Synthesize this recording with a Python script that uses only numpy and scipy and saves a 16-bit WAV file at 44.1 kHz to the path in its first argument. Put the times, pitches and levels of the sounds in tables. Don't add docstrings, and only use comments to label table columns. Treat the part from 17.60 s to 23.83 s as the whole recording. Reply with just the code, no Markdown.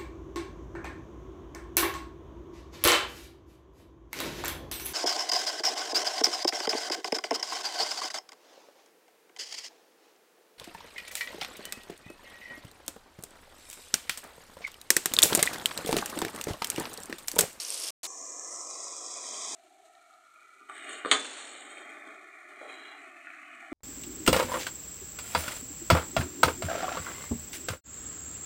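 import sys
import numpy as np
from scipy import signal
from scipy.io import wavfile
from scipy.ndimage import uniform_filter1d

SR = 44100
rng = np.random.default_rng(int(sys.argv[2]) if len(sys.argv) > 2 else 0)


def gain_from_db(level_db):
    decades = np.asarray(level_db, float) / 20
    return 10 ** decades


def dump_mix(stems):
    frames = np.atleast_2d(stems).T
    limited = np.clip(frames, -1, 1)
    pcm = np.round(limited * 32767).astype(np.int16)
    wavfile.write(sys.argv[1], SR, pcm)


N = 274887

# start t/s, end t/s
SHOTS = [(0, .3055), (.4315, 1.9495), (1.9495, 6.1295)]


def evened(x):
    return x / np.sqrt(np.mean(x ** 2) + 1e-20)


def read(points, hz):
    f, value = np.transpose(points)
    return np.interp(np.log(hz + 1), np.log(f + 1), value)


def add(mix, start_s, sound):
    part = mix[round(start_s * SR):][:len(sound)]
    part += sound[:len(part)]


def coloured(x, points):
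    hz = abs(np.fft.fftfreq(4096, 1 / SR))
    log_gain = np.log(gain_from_db(read(points, hz)))
    phase = -signal.hilbert(log_gain).imag
    taps = np.fft.ifft(np.exp(log_gain + 1j * phase)).real[:2048]
    return signal.oaconvolve(x, taps)[:len(x)]


def puff(hz, decay_s, width):
    t = np.arange(600) / SR
    noise = rng.standard_normal(len(t))
    b, a = signal.iirpeak(np.clip(hz, 100, SR / 2.5), 1 / width, SR)
    body = signal.lfilter(b, a, noise) + 0.19 * noise
    return body * np.exp(-t / decay_s) * (1 - np.exp(-t / 0.00018))


def fizz(count, points, per_s, spread_db, smooth):
    clumps = gain_from_db(4 * evened(uniform_filter1d(rng.standard_normal(count), 900)))
    bursts = np.zeros(count)
    for hz in np.geomspace(400, 12000, num=24):
        size = gain_from_db(spread_db * np.minimum(rng.exponential(1, count), 5))
        train = size * (rng.random(count) < per_s * clumps / SR / 24)
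        burst = evened(puff(hz, 0.0014, 0.84)) * (hz / 1000) ** 0.56
        bursts += signal.oaconvolve(train, burst)[:count]
    smooth = np.clip(smooth, 0, 1)
    hiss = rng.standard_normal(count)
    mix = np.sqrt(1 - smooth) * evened(bursts) + np.sqrt(smooth) * hiss
    return evened(coloured(mix, points))


def heat():
    # start level/dB, end level/dB
    slopes = [(-38.5, -36), (-38, -39), (-45, -44.5)]
    # peak t/s, rise/dB, length/s
    flares = [(1.153, 0.5, 0.62), (1.946, 4.5, 0.59), (3.304, 6, 0.32), (3.65, 3, 1), (4.308, 3.5, 0.59),
              (5.053, 2.5, 0.4), (5.27, 2, 0.54), (5.9, 1, 0.43)]
    rise_share = 0.55
    t = np.arange(N) / SR
    db = np.interp(t, np.ravel(SHOTS), np.ravel(slopes))
    for peak_s, rise_db, length_s in flares:
        side_s = np.where(t < peak_s, rise_share, 1 - rise_share) * length_s
        cut_s = min(end for _, end in SHOTS if end + .05 > peak_s)
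        db += rise_db * np.clip(1 - abs(t - peak_s) / side_s, 0, 1) * (t < cut_s)
    return gain_from_db(db)


def frying():
    # f/Hz, relative density/dB per Hz
    colours = [
        [(60, -48.5), (150, -29), (328, -8), (650, -4.5), (800, -11.5), (1080, -7.5), (1550, -13), (1900, -13),
         (2900, -5.5), (4200, -5.5), (5450, 0), (6800, -4), (8000, -4.5), (8700, 0), (9600, -8.5),
         (10600, -2.5), (12000, -15), (14000, -11), (16000, -47)],
        [(40, -18), (110, -17), (160, -23), (260, -6), (660, -0.5), (1080, 1.5), (1500, -6.5), (2500, -4),
         (3500, -3), (5000, -1.5), (6700, 3), (8600, -2), (9600, -3.5), (13000, -11.5), (16000, -13.5)],
        [(50, -17.5), (100, -7), (160, -18), (280, -2), (700, -1.5), (1000, -2.5), (1350, -1), (2300, -1),
         (3200, -3), (4200, -3.5), (5000, -13.5), (6500, -6), (8500, -5), (10000, -12.5), (13000, -16),
         (16000, -25.5)],
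    ]
    # nominal bursts/s, size spread/dB, power share of smooth hiss/0-1
    bubbling = [(886, -0.5, 0.52), (1500, 3, 0.72), (1200, 2, 0.66)]
    # t/s, peak level/dB, f/Hz
    spits = [(0.0014, -23, 5270), (0.0496, -25, 5800), (0.1035, -17, 8660), (0.1436, -21.5, 8270),
             (0.175, -29, 8330), (0.1995, -22.5, 8800), (0.454, -24.5, 3620), (0.4847, -37.5, 7760),
             (0.704, -27, 7700), (1.0054, -36, 6040), (1.71, -29, 6270), (1.8492, -30, 5620),
             (2.1864, -48, 2170), (2.3516, -30, 3810), (2.5027, -47, 2330), (2.7597, -36.5, 2500),
             (3.3053, -39, 2290), (3.3316, -27.5, 7500), (4.1719, -31.5, 2350), (4.292, -33, 2130),
             (4.3198, -32.5, 2310), (4.422, -36, 2030), (5.0983, -31, 2460), (5.2551, -35, 2080),
             (5.703, -31, 2390)]
    out, level = np.zeros(N), heat()
    for (start, end), points, bubbles in zip(SHOTS, colours, bubbling):
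        part = slice(round(start * SR), round(end * SR))
        add(out, start, level[part] * fizz(part.stop - part.start, points, *bubbles))
        for s, db, hz in (row for row in spits if start <= row[0] < end):
            steam = puff(hz, 0.0022, 0.32)
            t = np.arange(len(steam)) / SR
            pop = np.sin(2 * np.pi * hz * t) * np.exp(-t / 0.0011)
            spit = coloured(pop + steam / abs(steam).max(), points)
            add(out, s, gain_from_db(db) * spit / abs(spit).max())
    return out


def spoon():
    # t/s, blow peak level/dB, brightness/dB per octave, thud f/Hz, thud peak level/dB
    knocks = [(3.012, -40, -9, 1240, -39), (3.091, -36, 3, 1220, -36.5), (3.097, -24, 0.5, 1300, -34),
              (3.294, -24, 3, 1200, -37), (3.449, -20, -2.5, 1200, -24.5), (3.459, -20.5, 1, 473, -27),
              (3.5135, -6, 1, 413, -30.5), (3.5219, -14, -0.5, 266, -48), (3.596, -25.5, 6.5, 1300, -48.5),
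              (4.473, -27, 0, 1200, -39), (5.014, -30.5, -2.5, 598, -35), (5.046, -45, -2.5, 587, -39),
              (5.671, -29, -2, 1500, -36), (6.027, -31, -1.5, 755, -39.5), (6.1205, -27, -6, 303, -37)]
    # f/Hz, relative level/dB, undamped t60/s
    modes = [(260, -20, 0.31), (334, -29, .3), (422, -32, 0.6), (755, -17.5, 0.23), (1032, -26.5, 0.91),
             (1250, -13.5, 0.27), (1503, -16.5, 0.3), (1617, -20, 0.3), (1850, -5, 0.038),
             (2080, -15, 0.088), (2144, 1, 0.054), (2676, -7.5, 0.066), (3130, -10.5, 0.15),
             (3220, -14.5, 0.14), (3502, -17.5, 1), (3560, -29, .6), (3727, -2, 0.039), (3455, -5.5, 0.082),
             (3970, -23, 0.19), (4560, -13.5, 0.12), (5620, -22.5, .12), (6480, -19.5, 0.18),
             (6720, -16, 0.092), (7200, -22, 0.052), (7620, -11, 0.037), (8500, -43, 0.19),
             (9000, -27, 0.092)]
    # f/Hz, relative density/dB per Hz
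    crack_colour = [(90, -48), (170, -32), (250, -7), (500, -7.5), (1100, -3.5), (1730, -2), (2140, 0.5),
                    (2760, -7), (3500, -0.5), (4300, -10.5), (5030, -31), (5700, -25.5), (6500, -15),
                    (8600, -9), (9700, -19.5), (12500, -22), (15500, -36)]
    out, t = np.zeros(N), np.arange(SR // 2) / SR
    f, crack_db = np.transpose(crack_colour)
    for s, db, bright_db, thud_hz, thud_db in knocks:
        damp = max(0.73 + 0.04 * db - 0.015 * bright_db, .05)
        ring = np.zeros(len(t))
        for (hz, mode_db, t60_s), phase in zip(modes, rng.random(len(modes))):
            decay_db = mode_db + bright_db * np.log2(hz / 1000) - 60 * t / t60_s / damp
            ring += gain_from_db(decay_db) * np.sin(2 * np.pi * (hz * t + phase))
        rattle = rng.standard_normal(len(t)) * np.exp(-t / (0.012 * damp))
        crack = coloured(rattle, np.c_[f, crack_db + bright_db * np.log2(f / 1000)])
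        steel = gain_from_db(0.19 * db)
        blow = steel * ring / abs(ring).max() + 1.55 * crack / abs(crack).max()
        blow *= 1 - np.exp(-t / 4e-4)
        push = np.r_[12, rng.standard_normal(len(t) - 1)] * np.exp(-t / 0.0046)
        b, a = signal.iirpeak(thud_hz, 2.5, SR)
        thud = signal.lfilter(b, a, signal.lfilter(b, a, push))
        add(out, s, gain_from_db(db) * blow / abs(blow).max() + gain_from_db(thud_db) * thud / abs(thud).max())
    return out


def kitchen(x):
    # f/Hz, t60/s
    decay = [(250, 0.6), (700, 0.29), (1500, 0.23), (3000, 0.14), (7000, .25), (10000, 0.12),
             (12000, 0.058)]
    hz, t, z = signal.stft(rng.standard_normal(SR // 2), SR, nperseg=256)
    fade_db = -60 * t / read(decay, hz)[:, None]
    tail = signal.istft(z * gain_from_db(fade_db), SR, nperseg=256)[1]
    tail = np.r_[np.zeros(200), tail]
    return signal.fftconvolve(x, tail / np.linalg.norm(tail))[:N]


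def near_silence():
    # f/Hz, relative density/dB per Hz
    colour = [(30, -2.5), (80, 3), (130, -14), (200, -19.5), (700, -26.5), (2000, -49.5), (5000, -32),
              (16000, -50)]
    # t/s, peak level/dB, f/Hz
    tick_s, tick_db, tick_hz = (6.206, -65, 750)
    noise = evened(coloured(rng.standard_normal(N), colour))
    out = gain_from_db(-87.5) * noise * (np.arange(N) / SR >= SHOTS[-1][1])
    tick = uniform_filter1d(puff(tick_hz, 0.0021, 1.1), size=14)
    add(out, tick_s, gain_from_db(tick_db) * tick / abs(tick).max())
    return out


def scene():
    blows, t = spoon(), np.arange(N) / SR
    running = sum((t >= start) & (t < end) for start, end in SHOTS)
    pot = frying() + blows + gain_from_db(-4.0) * kitchen(blows)
    return (pot * running + near_silence())[None]


def suppress(x, start_s, estimate, wary, settled, soft_db):
    # f/Hz, depth/dB
    depth = [(150, 25), (1000, 20.5), (3000, 23.5), (6000, 21), (12000, 23.5)]
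    # from t/s, to t/s, f/Hz, width/Hz, estimate offset/dB
    bands = [(.4, 0.952, 3650, 2320, 11), (.4, 0.94, 1740, 200, -12.5), (.4, 0.858, 2410, 170, -4.5),
             (.4, .9, 2070, 200, -2.5), (.95, 1.3, 3300, 900, 4.5), (0.61, 2.7, 4020, 270, -4.5),
             (1.848, 2.38, 1250, 450, 9), (1.76, 2.6, 753, 219.2, -8.5), (1.8, 3.2, 530, 130, 24),
             (1.84, 3.24, 1058, 182.4, 7), (2.72, 3.15, 2523, 190, -9), (3.14, 4.6, 5700, 200, 13),
             (3.1, 3.303, 3320, 1610, -6.5), (3.1, 3.3, 8000, 2600, -5), (4.098, 4.69, 8200, 185.2, -4),
             (4.044, 4.64, 3220, 189.8, -8.5), (5.012, 5.385, 4000, 252, -13),
             (5.031, 5.603, 3250, 190, -6), (5.1, 5.45, 3200, 1300, -3), (5, 5.45, 950, 300, -7),
             (5.75, 6.2, 2800, 200, -5), (4.96, 5.16, 9000, 400, -8), (5.43, 6, 2553, 221.4, -18),
             (5.54, 6.2, 457, 165.8, 31)]
    jump_db, hold_db = 5, 11
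    loud_over_db, loud_fades_db_per_s = 4, 31.5
    pull_per_db, pull_max_db, pull_rise_s = 0.75, 13.5, 0.047
    pull_tilt_per_octave, pull_top_hz = .25, 9400
    flank_db, band_ease_s, error_rms_db = 8, 0.27, 2.16

    hz, t, z = signal.stft(x, SR, nperseg=1024, noverlap=768, boundary="even")
    power = abs(z) ** 2
    smoothed = uniform_filter1d(uniform_filter1d(power, size=3, axis=0), size=20, axis=1, origin=7)
    momentary = uniform_filter1d(uniform_filter1d(power, size=15, axis=0), size=3, axis=1)
    now_db = 10 * np.log10(momentary + 1e-20)
    power_db = np.clip(10 * np.log10(smoothed + 1e-20), now_db - jump_db, now_db + hold_db)
    usual_db = uniform_filter1d(np.median(power_db, axis=1), size=5)

    octaves = np.log2(hz / 1500 + 0.065)[:, None]
    high_db, tilt, sinks, eases, lets_go_s = wary
    learning_db = high_db - sinks * t + octaves * (tilt - eases * t)
    settled_db = settled[0] + octaves * settled[1]
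    raised_db = np.where(start_s + t < lets_go_s, learning_db, settled_db)

    level_db = 10 * np.log10(power.sum(0) + 1e-20)
    fade_db = loud_fades_db_per_s * t
    excess_db = level_db - np.median(level_db) - loud_over_db
    loud_db = np.maximum.accumulate(excess_db + fade_db) - fade_db
    keep = np.exp(-t[1] / pull_rise_s)
    pull_db = signal.lfilter([1 - keep], [1, -keep], np.clip(pull_per_db * loud_db, 0, pull_max_db))
    raised_db -= pull_db * (1 + pull_tilt_per_octave * octaves) * (hz < pull_top_hz)[:, None]

    for first_s, last_s, band_hz, width_hz, band_db in bands:
        inside_s = np.minimum(start_s + t - first_s, last_s - start_s - t)
        while_on = np.clip(inside_s / band_ease_s + .5, 0, 1)
        shape = np.exp(-(2 * (hz - band_hz) / width_hz) ** 4)
        raised_db += band_db * np.outer(shape, while_on)

    grain = uniform_filter1d(rng.standard_normal(z.shape), size=140, axis=1)
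    raised_db += error_rms_db * evened(uniform_filter1d(grain, size=2, axis=0))

    over_db = power_db - (usual_db + read(estimate, hz))[:, None] - raised_db
    shut = 1 / (1 + np.exp(np.clip(over_db / soft_db, -30, 30)))
    beside_open = uniform_filter1d(1 - shut, size=13, axis=0)
    lowered_db = shut * (read(depth, hz)[:, None] + flank_db * shut * beside_open)
    return signal.istft(z * gain_from_db(-lowered_db), SR, nperseg=1024, noverlap=768)[1][:len(x)]


def roll_off(x):
    return signal.sosfilt(signal.butter(12, 16110, fs=SR, output="sos"), x)


def record(dry):
    # f/Hz, offset/dB
    estimates = [
        [(150, 4.5), (230, -1), (700, -8), (880, 5), (1050, -9.5), (1300, -3), (1420, 7), (1650, 6),
         (1750, 11.5), (1850, 5.5), (2000, -0.5), (2230, 6.5), (2450, -1), (2650, 8), (2900, 15), (3150, 3),
         (3450, -0.5), (3700, 6.5), (4000, 1), (4300, 33), (4600, -0.5), (4900, 0), (5200, -3.5), (6000, -10.5),
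         (8500, -6), (8750, -6.5), (8950, 1.5), (9250, 11), (9600, 16), (16000, 21)],
        [(60, 19.5), (170, 16), (260, -1), (400, -7), (520, 10), (650, -9.5), (780, -5), (900, 5), (1000, 11.5),
         (1150, -12), (1350, -21.5), (1600, 4), (1750, -10), (1950, -10), (2200, -11), (2450, -13.5),
         (2600, 12), (2800, 0.5), (3200, 3.5), (3350, 4.5), (3600, 2.5), (3800, 3.5), (4050, 7), (4350, 7.5),
         (4700, 9), (5050, 22), (5400, 13), (5700, 12.5), (6100, 15), (6450, 11.5), (6800, 0.5), (7100, 7),
         (7350, 4), (7700, 1.5), (8000, 1.5), (8300, 3.5), (8600, 5), (9000, 3.5), (9200, 13), (9500, 23),
         (10000, 20.5), (16000, 24.5)],
    ]
    # start offset/dB, tilt/dB per octave, sinking/dB per s,
    # tilt easing/dB per octave per s, end t/s
    learning = [(1, 1, 5.5, 0.56, 1.6), (11.5, 6, 1.5, 2.74, 3.09)]
    # level/dB, tilt/dB per octave
    settled = [(-5.5, -.5), (0, 1.5)]
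    spans_s = [(.4695, SHOTS[1][1]), SHOTS[2]]
    out = dry.copy()
    for (start, end), *state in zip(spans_s, estimates, learning, settled):
        part = slice(round(start * SR), round(end * SR))
        out[0, part] = suppress(dry[0, part], start, *state, soft_db=2.5)
    low_pass = signal.firwin(255, 15750, window=("kaiser", 8), fs=SR)
    mix = signal.oaconvolve(out, low_pass[None], "same")
    return roll_off(mix)


dry = scene()
out = record(dry)
dump_mix(out)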